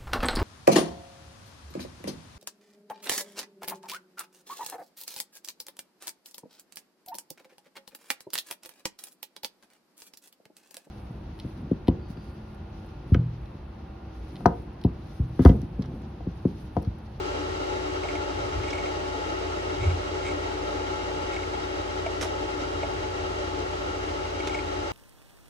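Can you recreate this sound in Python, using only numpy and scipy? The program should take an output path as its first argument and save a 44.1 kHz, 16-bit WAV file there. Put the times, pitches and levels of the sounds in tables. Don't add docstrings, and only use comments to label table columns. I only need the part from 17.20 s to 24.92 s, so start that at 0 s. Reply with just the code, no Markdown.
import sys
import numpy as np
from scipy import signal
from scipy.fft import rfft, irfft
from scipy.io import wavfile

SR = 44100
rng = np.random.default_rng(int(sys.argv[2]) if len(sys.argv) > 2 else 0)


def unload_audio(sound):
    columns = np.transpose(np.atleast_2d(sound))
    steps = np.round(np.clip(columns, -1, 1) * 32767)
    wavfile.write(sys.argv[1], SR, steps.astype(np.int16))


N = 340452
T, HZ = np.arange(N) / SR, np.fft.rfftfreq(N, 1 / SR)

# f/Hz, level/dB per Hz
AIR_SPECTRUM = [(20, -89), (35, -77), (70, -71), (130, -71), (220, -72.5), (420, -75.5), (730, -68.3),
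                (1050, -71.5), (1750, -77), (3000, -79.5), (4500, -83.5), (6500, -90), (7200, -92),
                (9400, -100.3), (10300, -108), (12500, -108), (14000, -125)]
# f/Hz, likeness (1 the same, -1 opposite)
AIR_LIKENESS = [(110, 0.72), (170, 0.29), (260, -0.47), (450, -1), (750, -0.92), (1500, -0.034),
                (2500, -0.26), (8500, 0.36)]
# f/Hz, width/Hz, left level/dB, right level/dB, left lead/rad
CASE_RESONANCES = [(282, 30, -63.0, -80.5, 3.1), (295, 16, -56.5, -59.0, 0.1), (314, 44, -60.5, -67.0, 0.9),
                   (385, 41, -58.5, -68.5, 0.3), (450, 55, -64.5, -64.5, 0.1), (499, 54, -68.5, -66.5, 0.7),
                   (541, 45, -73.0, -62.5, -2.9), (571, 26, -78.5, -58.5, -0.1),
                   (594, 19, -68.0, -56.5, -1.5), (640, 29, -61.0, -61.0, 3.1),
                   (683, 40, -68.0, -65.5, 1.1), (727, 45, -62.0, -63.0, 3.0),
                   (779, 47, -64.0, -65.5, -2.9), (804, 19, -62.0, -74.5, -1.8),
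                   (848, 24, -57.0, -74.5, -1.1), (884, 17, -62.5, -68.5, 2.3),
                   (920, 24, -70.0, -69.0, 0.4), (1039, 72, -69.0, -72.0, 3.1),
                   (1269, 34, -67.5, -66.0, 1.3), (1345, 44, -61.5, -68.5, 2.1),
                   (1378, 35, -62.5, -65.5, 2.5), (1461, 90, -72.5, -72.5, 3.1),
                   (1565, 61, -71.5, -71.5, 3.1), (1889, 41, -68.0, -72.5, -2.6),
                   (2106, 88, -73.0, -75.0, 1.4), (2211, 48, -73.5, -77.0, 1.5),
                   (2374, 123, -79.5, -80.5, 2.1), (2689, 45, -73.0, -79.5, -2.0),
                   (2819, 125, -73.5, -73.5, -2.3), (2891, 135, -80.0, -76.0, 1.7),
                   (3162, 92, -75.5, -82.0, -1.6), (3261, 40, -76.5, -84.0, 0.0),
                   (3775, 48, -79.5, -75.5, -0.2), (3871, 68, -82.5, -76.5, -1.4),
                   (4060, 165, -87.0, -80.0, -1.4), (4838, 450, -93.0, -80.5, 2.6),
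                   (5526, 450, -95.0, -82.5, -3.1), (6344, 501, -91.0, -84.0, -1.6),
                   (7987, 175, -93.0, -98.0, -1.1), (8753, 327, -101.5, -101.5, -0.1)]
# f/Hz, left level/dB, right level/dB, left lead/rad, flutter (0 to 1)
HUMS = [(40.4, -62, -64, 0, .2), (71.3, -54, -54, 0, .16), (148, -52, -57.5, -1.7, .22),
        (323, -48.5, -60, 0, .3), (816.9, -48.5, -59, -2.8, .25), (851, -49.5, -60, 1.2, .44)]
# t/s, level/dB, f/Hz
BUMPS = [(1.364, -40, 66), (2.632, -35, 105), (2.683, -20, 86), (5.83, -40, 51)]
# t/s, level/dB, rise/s, time to fade by 60 dB/s
HANDLING = [(1.17, -39, .093, .83), (1.39, -35, .08, .4), (2.665, -29.5, .05, .7), (5.8, -38.5, .17, .6)]
# f/Hz, relative level/dB
RUMBLE_SPECTRUM = [(20, -22), (40, -7), (70, 9.5), (115, 3), (160, -8.5), (240, -20), (1000, -80)]
# t/s, level/dB, rise/s, time to fade by 60 dB/s, resonance f/Hz, treble tilt/dB per octave
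SNAPS_AND_SCUFFS = [(1.505, -35, .0007, .07, 5200, -15), (5.012, -28, .0008, .085, 5700, 0),
                    (5.026, -30, .0015, .17, 5200, 0), (7.273, -28.5, .0005, .06, 4000, -7)]
# f/Hz, relative level/dB
SNAP_SPECTRUM = [(150, 0), (350, 10), (750, 3), (1200, 3.5), (2100, 1), (2700, -1), (3400, 2), (4500, -7),
                 (5600, -2), (6500, -4.5), (7200, -9), (8500, -10.5), (9600, -11), (10600, -14),
                 (13000, -24), (15500, -25)]
# start t/s, end t/s, rubbing level/dB
WHEEL_FLICKS = [(.81, 1, -57), (1.408, 1.687, -49), (2.573, 2.743, -47), (3.017, 3.136, -43),
                (4.074, 4.246, -49.5), (7.24, 7.416, -45)]
# f/Hz, relative level/dB
RUB_SPECTRUM = [(500, -20), (1500, -8), (2050, -1), (2220, 16), (2420, 0), (2900, -2), (3700, -8),
                (5200, -14), (8000, -11), (11000, -36), (15500, -44)]
# t/s, tick level/dB
WHEEL_NOTCHES = [(.834, -32.5), (.886, -32), (.953, -32), (1.435, -36.5), (1.482, -33.5), (1.531, -31),
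                 (1.582, -30.5), (1.658, -33.5), (2.609, -37.5), (2.631, -37.5), (2.704, -35.5),
                 (3.052, -38.5), (3.064, -36), (3.086, -38), (4.125, -38.5), (4.142, -36.5), (4.164, -33),
                 (4.232, -35), (7.203, -32.5), (7.346, -28), (7.39, -34)]
# t/s, shell tick level/dB, desk knock level/dB, favoured desk pitch f/Hz
CLICKS = [(.845, -48, -33.5, 760), (.852, -48, -30.5, 830), (3.888, -54, -34, 600),
          (4.862, -31, -25.5, 650), (5.027, -36, -29, 900), (5.049, -50, -27.5, 430),
          (5.631, -32, -23, 640)]
# f/Hz, relative level/dB, time to fade by 60 dB/s
SHELL_MODES = [(1340, -4, .04), (1940, -1, .04), (2120, 5, .05), (2215, 12.5, .06), (2430, 6, .045),
               (2540, 3, .045), (2820, -1, .04), (3200, -4, .035)]
DESK_MODES = [(430, -2, .1), (600, 0, .07), (665, 4, .1), (745, 2, .08), (830, 2, .06), (930, -1, .07)]
SMALL_FAN_TONES = {1: (-42.8, -42.8, 0), 22: (-52, -63, -2.7), 33: (-58, -70, 0)}
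MAIN_FAN_TONES = {1: (-42.5, -44.5, .1), 4: (-68, -59, 3), 7: (-36.3, -41.5, 1.3), 8: (-47.5, -52, .3),
                  14: (-46, -46, 3.1), 16: (-45, -53, 1.8), 20: (-62, -60, 3), 21: (-52.5, -48, -2.3),
                  28: (-58.5, -57, 2.9), 32: (-66, -66, 1)}


def gain_of(db):
    return 10 ** (np.asarray(db) / 20)


def unit_level(x):
    return x / np.sqrt(np.mean(x ** 2) + 1e-20)


def curve(points):
    hz, value = np.transpose(points)
    return np.interp(np.log(HZ + 1), np.log(hz + 1), value)


def drift(rate_hz):
    return unit_level(irfft(rfft(rng.standard_normal(N)) / (1 + (HZ / rate_hz) ** 4), N))


def noise(db, likeness):
    left, other = rfft(rng.standard_normal((2, N)))
    likeness = np.clip(likeness, -1, 1)
    right = likeness * left + np.sqrt(1 - likeness ** 2) * other
    return irfft(np.array([left, right]) * gain_of(db), N) * np.sqrt(SR / 2)


def swell(peak_s, rise_s, fade_s):
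    return np.exp(np.minimum(T - peak_s, 0) / rise_s - np.log(1000) * np.maximum(T - peak_s, 0) / fade_s)


def tone(hz, left_db, right_db, lead, flutter):
    turns = np.cumsum(hz) / SR + rng.random()
    wave = np.exp(2j * np.pi * turns) * (1 + flutter * (drift(23) + 1j * drift(5.3)))
    left = gain_of(left_db) * wave
    right = gain_of(right_db) * wave * np.exp(-1j * lead)
    return np.sqrt(2) * np.array([left, right]).real


def air(unsteady_db=0.45):
    return noise(curve(AIR_SPECTRUM), curve(AIR_LIKENESS)) * gain_of(unsteady_db * drift(30))


def case(boost_db=0.17, unsteady_db=1.1):
    spectrum = np.zeros((2, len(HZ)), complex)
    for hz, width, left_db, right_db, lead in CASE_RESONANCES:
        near = abs(HZ - hz) < 5 * width
        peak = 1 / (1 + (np.sqrt(2) - 1) * (2 * (HZ[near] - hz) / width) ** 2)
        real, imaginary = rng.standard_normal((2, near.sum()))
        sides = np.array([[gain_of(left_db)], [gain_of(right_db) * np.exp(-1j * lead)]])
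        spectrum[:, near] += sides * peak * (real + 1j * imaginary)
    return irfft(spectrum, N) * np.sqrt(N * SR) / 2 * gain_of(boost_db + unsteady_db * drift(19))


def hums(wander=0.00179):
    return sum(tone(hz * (1 + wander * drift(2.15)), *rest) for hz, *rest in HUMS)


def thumps(sway_db=-8):
    booms = np.zeros(N)
    for s, db, hz in BUMPS:
        push = swell(s, rise_s=.017, fade_s=.11)
        sway = gain_of(sway_db) * swell(s, rise_s=.025, fade_s=.5)
        booms += gain_of(db) * (push + sway) * np.sin(2 * np.pi * hz * (T - s))
    grip = sum(gain_of(db) * swell(s, rise_s, fade_s) for s, db, rise_s, fade_s in HANDLING)
    rumble = unit_level(noise(curve(RUMBLE_SPECTRUM), likeness=0.93))
    return np.sqrt(2) * booms + grip * rumble


def snaps_and_scuffs(peak_db=4.5, peak_width_hz=1600, dull_from_hz=6000, grain_db=1.2, grain_hz=300):
    sound = np.zeros((2, N))
    sides = gain_of([[-3.5], [2]])
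    octaves_up = np.log2(np.maximum(HZ / dull_from_hz, 1))
    for s, db, rise_s, fade_s, hz, tilt_db in SNAPS_AND_SCUFFS:
        resonance_db = peak_db * 2 ** -(2 * (HZ - hz) / peak_width_hz) ** 2
        colour_db = curve(SNAP_SPECTRUM) + resonance_db + tilt_db * octaves_up
        sound += gain_of(db) * swell(s, rise_s, fade_s) * unit_level(noise(colour_db, likeness=0.79))
    return sound * sides * gain_of(grain_db * drift(grain_hz))


def ring(modes, detune=0.01, side_turns=0.07, uneven_db=1.5, rise_s=.0012):
    hz, db, fade_s = np.transpose(modes)[:, :, None]
    db = db + uneven_db * rng.standard_normal(hz.shape)
    t = T[:SR // 10]
    start_turns = rng.random(hz.shape) + side_turns * rng.standard_normal((2, len(modes), 1))
    turns = hz * (1 + detune * rng.standard_normal(hz.shape)) * t + start_turns
    waves = gain_of(db - 60 * t / fade_s) * np.sin(2 * np.pi * turns)
    build_up = 1 - np.exp(-t / rise_s)
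    return waves.sum(1) * np.sqrt(2) / np.linalg.norm(gain_of(db)) * build_up


def desk_knock(spot_hz, boost_db=5, reach_octaves=.2):
    return ring([(hz, db + boost_db * 2 ** -(np.log2(hz / spot_hz) / reach_octaves) ** 2, fade_s)
                 for hz, db, fade_s in DESK_MODES])


def mouse(grain_db=3.0, snap_db=-7.5, notch_knock_db=-6, notch_hz=830):
    rings, rolling = np.zeros((2, N)), np.zeros(N)
    sides = gain_of([[-1.5], [1.5]])
    for start, end, db in WHEEL_FLICKS:
        progress = np.clip((T - start) / (end - start), 0, 1)
        rolling += gain_of(db) * np.sin(np.pi * progress)
    friction = rolling * gain_of(grain_db * drift(70))
    notches = [(s, db, db + notch_knock_db, notch_hz) for s, db in WHEEL_NOTCHES]
    for s, tick_db, knock_db, spot_hz in CLICKS + notches:
        tick = gain_of(tick_db) * sides * ring(SHELL_MODES)
        knock = gain_of(knock_db) * desk_knock(spot_hz)
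        slot = rings[:, round(s * SR):][:, :tick.shape[1]]
        slot += (tick + knock)[:, :slot.shape[1]]
        friction += gain_of(tick_db + snap_db) * swell(s, rise_s=0.00023, fade_s=0.034)
    rub = unit_level(noise(curve(RUB_SPECTRUM), likeness=0.96))
    return rings + sides * friction * rub


def fan(tones, turns_per_s, wander, flutter):
    shaft_hz = turns_per_s * (1 + wander * drift(2.055))
    return sum(tone(multiple * shaft_hz, *sides, flutter) for multiple, sides in tones.items())


def scene():
    main_fan = fan(MAIN_FAN_TONES, turns_per_s=53.09, wander=0.00041, flutter=0.122)
    small_fan = fan(SMALL_FAN_TONES, turns_per_s=85.87, wander=0.002, flutter=0.39)
    return main_fan + small_fan + hums() + air() + case() + mouse() + snaps_and_scuffs() + thumps()


def record(dry):
    low_pass = signal.firwin(511, cutoff=15750, window=("kaiser", 9), fs=SR)
    return signal.oaconvolve(dry, low_pass[None], "same")


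dry = scene()
out = record(dry)
unload_audio(out)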